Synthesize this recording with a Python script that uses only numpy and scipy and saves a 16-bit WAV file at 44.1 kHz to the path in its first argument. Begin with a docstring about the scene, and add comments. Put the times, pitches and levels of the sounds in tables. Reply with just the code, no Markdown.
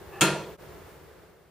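"""A lid slides and drops shut on a small wooden box, on a table in a panelled room. Its edges land in turn with
a sharp clack; the panels ring, the hollow box booms, the room reverberates. A sleeve brushes as the hand
withdraws. Behind it: ventilation noise, a few faint low thumps and a thin electrical whine. The level dips
briefly and fades at the end."""
import sys
import numpy as np
from scipy import signal
from scipy.io import wavfile

SR = 44100
rng = np.random.default_rng(int(sys.argv[2]) if len(sys.argv) > 2 else 0)


def log_audio(samples):
    """Write samples as a 16-bit WAV file to the path given in sys.argv[1]."""
    # one column per channel
    frames = np.atleast_2d(samples).T
    # limit to full scale, then quantise
    limited = np.clip(frames, -1, 1)
    pcm = np.round(limited * 32767).astype(np.int16)
    wavfile.write(sys.argv[1], SR, pcm)


N = 66150
TIME_S = np.arange(N) / SR

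# ventilation spectrum: freq_hz, relative_density_db
AIR_SPECTRUM = [(25, -24.5), (45, -6), (72, 1), (105, -5.5), (170, -0.5), (245, -15.5), (400, 1),
                (530, -5.5), (850, -11), (1600, -14), (2800, -23), (5900, -28.5), (12000, -31),
                (14500, -31.5)]
# left-right likeness of air and sleeve: freq_hz, correlation
AIR_CORRELATION = [(60, 0.73), (400, 0.71), (1400, 0.59), (3100, 0.49), (6800, .1), (14000, .1)]
# faint low thumps: centre_s, level_db
LOW_THUMPS = [(.08, -46), (0.699, -54), (0.753, -52), (.85, -48), (1.035, -47), (1.201, -47.5)]
# lid resonances under friction: pitch_hz, width_hz, level_db
SLIDE_RESONANCES = [(380, 70, -52), (810, 50, -51), (1150, 200, -54), (1740, 110, -52), (2650, 300, -57)]
# hard-edge resonances: pitch_hz, width_hz, relative_db
SNAP_RESONANCES = [(6720, 160, 0), (7520, 400, -3), (8950, 800, -3), (11800, 1500, -11)]
# lid-on-rim contacts: start_s, relative_db, lowpass_hz, t60_s
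RIM_CONTACTS = [(0.2094, -3, 11000, .085), (0.2155, 0, 2800, .05), (0.2192, 2, 3600, .045),
                (0.2246, -3, 2000, .05)]
# dense wood modes: freq_hz, relative_density_db
CLACK_SPECTRUM = [(50, -33), (90, -25), (140, -10.5), (350, 3.5), (700, -4.5), (1500, -9), (2700, 0.5),
                  (4000, -3), (5300, -10.5), (7200, -3.5), (9000, -5.5), (12000, -9.5), (15000, -15)]
# broad lid resonances: pitch_hz, double_width_hz, unscaled_lift_db
LID_FORMANTS = [(640, 35, 6), (890, 45, 5), (957, 35, 8), (1208, 30, 7), (1345, 60, 6), (1400, 25, 7),
                (1720, 35, 6), (1850, 70, 6), (2500, 110, 6), (2700, 60, 7), (3330, 280, 5), (4250, 200, 6),
                (5970, 130, 9), (6716, 90, 10), (7520, 160, 9), (8950, 450, 8)]
# lid and wall modes: pitch_hz, relative_db, t60_s
WOOD_MODES = [(642, -27.5, .52), (956, -29, .4), (1044, -33, .42), (1206, -25.5, .38), (1343, -27, .35),
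              (1400, -27, .46), (1566, -34, .4), (1716, -29, .37), (2492, -29, .38), (2541, -30, .33),
              (2694, -27.5, .31), (3262, -31, .28), (4188, -34, .42), (4317, -34, .38)]
# low modes of box, table and room: pitch_hz, relative_db, t60_s
LOW_MODES = [(146, -27, .65), (162, -28, .3), (176, -29, .35), (194, -26, .58), (310, -25, .32),
             (327, -23, .38), (339, -29, .6), (383, -28, .6), (425, -35, .7), (473, -30, .7),
             (521, -34, .6)]
# left-right likeness of the knock: freq_hz, correlation
KNOCK_CORRELATION = [(150, .98), (400, .97), (1200, .97), (2600, .88), (4500, .65), (8000, .15),
                     (14000, .15)]
# knock balance: freq_hz, left_minus_right_db
KNOCK_PAN = [(200, -.6), (2400, -.4), (4800, 3.2), (8500, 2), (12500, -3.5)]
# reverberation spectrum: freq_hz, relative_density_db
ROOM_SPECTRUM = [(30, -45), (60, -31.5), (110, -20), (170, 2), (245, -21), (350, 1), (500, -1), (760, -5),
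                 (1300, -3.5), (2000, -5), (3000, -6.5), (5200, -12.5), (7500, -17), (11000, -11.5),
                 (15000, -24)]
# reverberation time: freq_hz, t60_s
ROOM_DECAY = [(150, 1), (450, 0.97), (1300, 0.46), (3500, 0.51), (8000, 0.46), (14000, 0.15)]
# cloth spectrum: freq_hz, relative_density_db
SLEEVE_SPECTRUM = [(300, -6), (1600, 6), (3500, -14), (7000, -12), (12000, -9), (15000, -23)]
# overall gain: time_s, gain_db
GAIN_CURVE = [(0, -1), (.3, 1.5), (.75, -0.5), (1.0, -4), (1.23, -6.5), (1.35, -10.5), (1.5, -12.5)]

LANDING_S = RIM_CONTACTS[0][0]


def from_db(db):
    """Decibels to gain."""
    return 10 ** (np.asarray(db) / 20)


def at_hz(table, hz):
    """Table lookup on a log-frequency axis."""
    freqs_hz, values = np.transpose(table)
    return np.interp(np.log(hz), np.log(freqs_hz), values)


def decay(start_s, t60_s, rise_s):
    """Envelope: exponential rise and decay."""
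    age_s = np.maximum(TIME_S - start_s, 0)
    return (1 - np.exp(-age_s / rise_s)) * np.exp(-np.log(1000) * age_s / t60_s)


def pan(left_minus_right_db):
    """Left and right gains."""
    return from_db(np.array([[1], [-1]]) * left_minus_right_db / 2)


def resonance(x, hz, width_hz):
    """Band-pass, unity gain at centre."""
    return signal.lfilter(*signal.iirpeak(hz, hz / width_hz, fs=SR), x + 1e-18)


def noise_tone(noise, hz, width_hz):
    """Noise through one resonance twice; rms 1."""
    tone = resonance(resonance(noise, hz, width_hz), hz, width_hz)
    return tone / tone.std()


def noise_bands(spectrum, correlation):
    """Third-octave stereo noise as (hz, band); total rms 1."""
    edges_hz = 22 * 2 ** (np.arange(30) / 3)
    centres_hz = np.sqrt(edges_hz[1:] * edges_hz[:-1])
    gains = from_db(at_hz(spectrum, centres_hz)) * np.sqrt(np.diff(edges_hz))
    gains /= np.linalg.norm(gains)
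    white = rng.standard_normal((2, 2, N + SR // 4))
    for k, hz in enumerate(centres_hz):
        bandpass = signal.butter(3, edges_hz[k:k + 2], "band", fs=SR, output="sos")
        band = signal.sosfilt(bandpass, white[k % 2])[:, -N:]
        mid, side = band / band.std(axis=1, keepdims=True)
        alike = at_hz(correlation, hz)
        stereo = np.sqrt((1 + alike) / 2) * mid + np.sqrt((1 - alike) / 2) * side * [[1], [-1]]
        yield hz, gains[k] * stereo


def ringing(modes, start_s, rise_s):
    """Decaying sines; left-right phase gap grows with pitch."""
    out = np.zeros((2, N))
    signs = np.sign(rng.standard_normal((len(modes), 2)))
    for (hz, db, t60_s), (polarity, lead) in zip(modes, signs):
        offset_rad = lead * np.arccos(at_hz(KNOCK_CORRELATION, hz)) / 2
        phase_rad = 2 * np.pi * hz * (TIME_S - start_s) + [[offset_rad], [-offset_rad]]
        gains = polarity * from_db(db) * pan(at_hz(KNOCK_PAN, hz))
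        out += gains * decay(start_s, t60_s, rise_s) * np.sin(phase_rad)
    return out


def ventilation(level_db=-45.5, top_hz=13100):
    """Steady air noise, mostly low."""
    air = sum(band for _, band in noise_bands(AIR_SPECTRUM, AIR_CORRELATION))
    lowpass = signal.cheby1(8, .5, top_hz, fs=SR, output="sos")
    return from_db(level_db) * signal.sosfilt(lowpass, air)


def electrical_whine(pitch_hz=14835, level_db=-66, waver_db=1.2, pan_db=10):
    """Thin sine on the left, wavering in level."""
    waver = np.interp(TIME_S, np.linspace(0, N / SR, 40), rng.standard_normal(40))
    return pan(pan_db) * from_db(level_db + waver_db * waver) * np.sin(2 * np.pi * pitch_hz * TIME_S)


def low_thumps(mean_hz=75, half_length_s=.017):
    """Faint low thumps: a few cycles each, pitch varying."""
    out = np.zeros(N)
    for centre_s, db in LOW_THUMPS:
        hz = mean_hz * (1 + .116 * rng.standard_normal())
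        offset_s = TIME_S - centre_s
        swell = np.exp(-(offset_s / half_length_s) ** 2)
        out += from_db(db) * swell * np.sin(2 * np.pi * hz * offset_s)
    return out


def lid_slide(start_s=.122, end_s=.21, ramp_s=.02):
    """Friction on the rim excites a few lid resonances."""
    friction = rng.standard_normal(N)
    rub = sum(from_db(db) * noise_tone(friction, hz, width_hz) for hz, width_hz, db in SLIDE_RESONANCES)
    inside_s = np.minimum(TIME_S - start_s, end_s - TIME_S)
    return rub * np.clip(inside_s / ramp_s + .5, 0, 1)


def edge_snap(gain_db=-23.5):
    """The hard edge lands first: bright, short-lived resonances."""
    crack = rng.standard_normal((2, N))
    snap = sum(from_db(db) * pan(at_hz(KNOCK_PAN, hz)) * noise_tone(crack, hz, width_hz)
               for hz, width_hz, db in SNAP_RESONANCES)
    return from_db(gain_db) * snap * decay(LANDING_S, t60_s=.16, rise_s=.0016)


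def lid_clack(gain_db=-15.5):
    """Contacts briefly ring the dense wood modes; the first is bright, the later ones duller."""
    wood = sum(band * pan(at_hz(KNOCK_PAN, hz))
               for hz, band in noise_bands(CLACK_SPECTRUM, KNOCK_CORRELATION))
    out = np.zeros((2, N))
    for k, (start_s, db, lowpass_hz, t60_s) in enumerate(RIM_CONTACTS):
        fresh_noise = np.roll(wood, k * SR // 10, axis=1)
        burst = fresh_noise * decay(start_s, t60_s, rise_s=.0002)
        lowpass = signal.butter(1, lowpass_hz, fs=SR, output="sos")
        out += from_db(gain_db + db) * signal.sosfilt(lowpass, burst + 1e-18)
    return out


def lid_colour(x, lift_scale=1.03):
    """Boost at the lid's broad resonances."""
    for hz, double_width_hz, lift_db in LID_FORMANTS:
        x = x + (from_db(lift_scale * lift_db) - 1) * resonance(x, hz, double_width_hz / 2)
    return x


def panel_ring(gain_db=-.5):
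    """Lid and walls ring from the first contact."""
    return from_db(gain_db) * ringing(WOOD_MODES, LANDING_S, rise_s=.0051)


def box_boom(gain_db=-1):
    """Hollow box, table and room resonate as the lid seats."""
    return from_db(gain_db) * ringing(LOW_MODES, start_s=.214, rise_s=.0046)


def room_tail(gain_db=-23.5, delay_s=.01):
    """Diffuse reflections of the knock; lows last longest."""
    out = np.zeros((2, N))
    for hz, band in noise_bands(ROOM_SPECTRUM, KNOCK_CORRELATION):
        envelope = decay(LANDING_S + delay_s, at_hz(ROOM_DECAY, hz), rise_s=.0017)
        out += band * pan(at_hz(KNOCK_PAN, hz)) * envelope
    return from_db(gain_db) * out


def sleeve_brush(centre_s=.898, half_length_s=.047, level_db=-54.5):
    """One swell of cloth noise as the hand withdraws."""
    cloth = sum(band for _, band in noise_bands(SLEEVE_SPECTRUM, AIR_CORRELATION))
    swell = np.exp(-((TIME_S - centre_s) / half_length_s) ** 2)
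    return from_db(level_db) * swell * cloth


def scene():
    """The closing lid over the room's background."""
    knock = edge_snap() + lid_colour(lid_clack() + room_tail()) + panel_ring() + box_boom()
    return knock + lid_slide() + low_thumps() + sleeve_brush() + ventilation() + electrical_whine()


def record(dry):
    """Soft clip, one brief dip, fade, low-pass."""
    ceiling, cutoff_hz = .8, 15800
    dip_s, depth_db, fall_s, recover_s = .5715, -22, .011, .014
    clipped = ceiling * np.tanh(dry / ceiling)
    tau_s = np.where(TIME_S < dip_s, fall_s, recover_s)
    dip_db = depth_db * np.exp(-np.abs(TIME_S - dip_s) / tau_s)
    fade_db = np.interp(TIME_S, *np.transpose(GAIN_CURVE))
    lowpass = signal.ellip(10, .1, 80, cutoff_hz, fs=SR, output="sos")
    return signal.sosfilt(lowpass, clipped * from_db(fade_db + dip_db))


dry = scene()
out = record(dry)
log_audio(out)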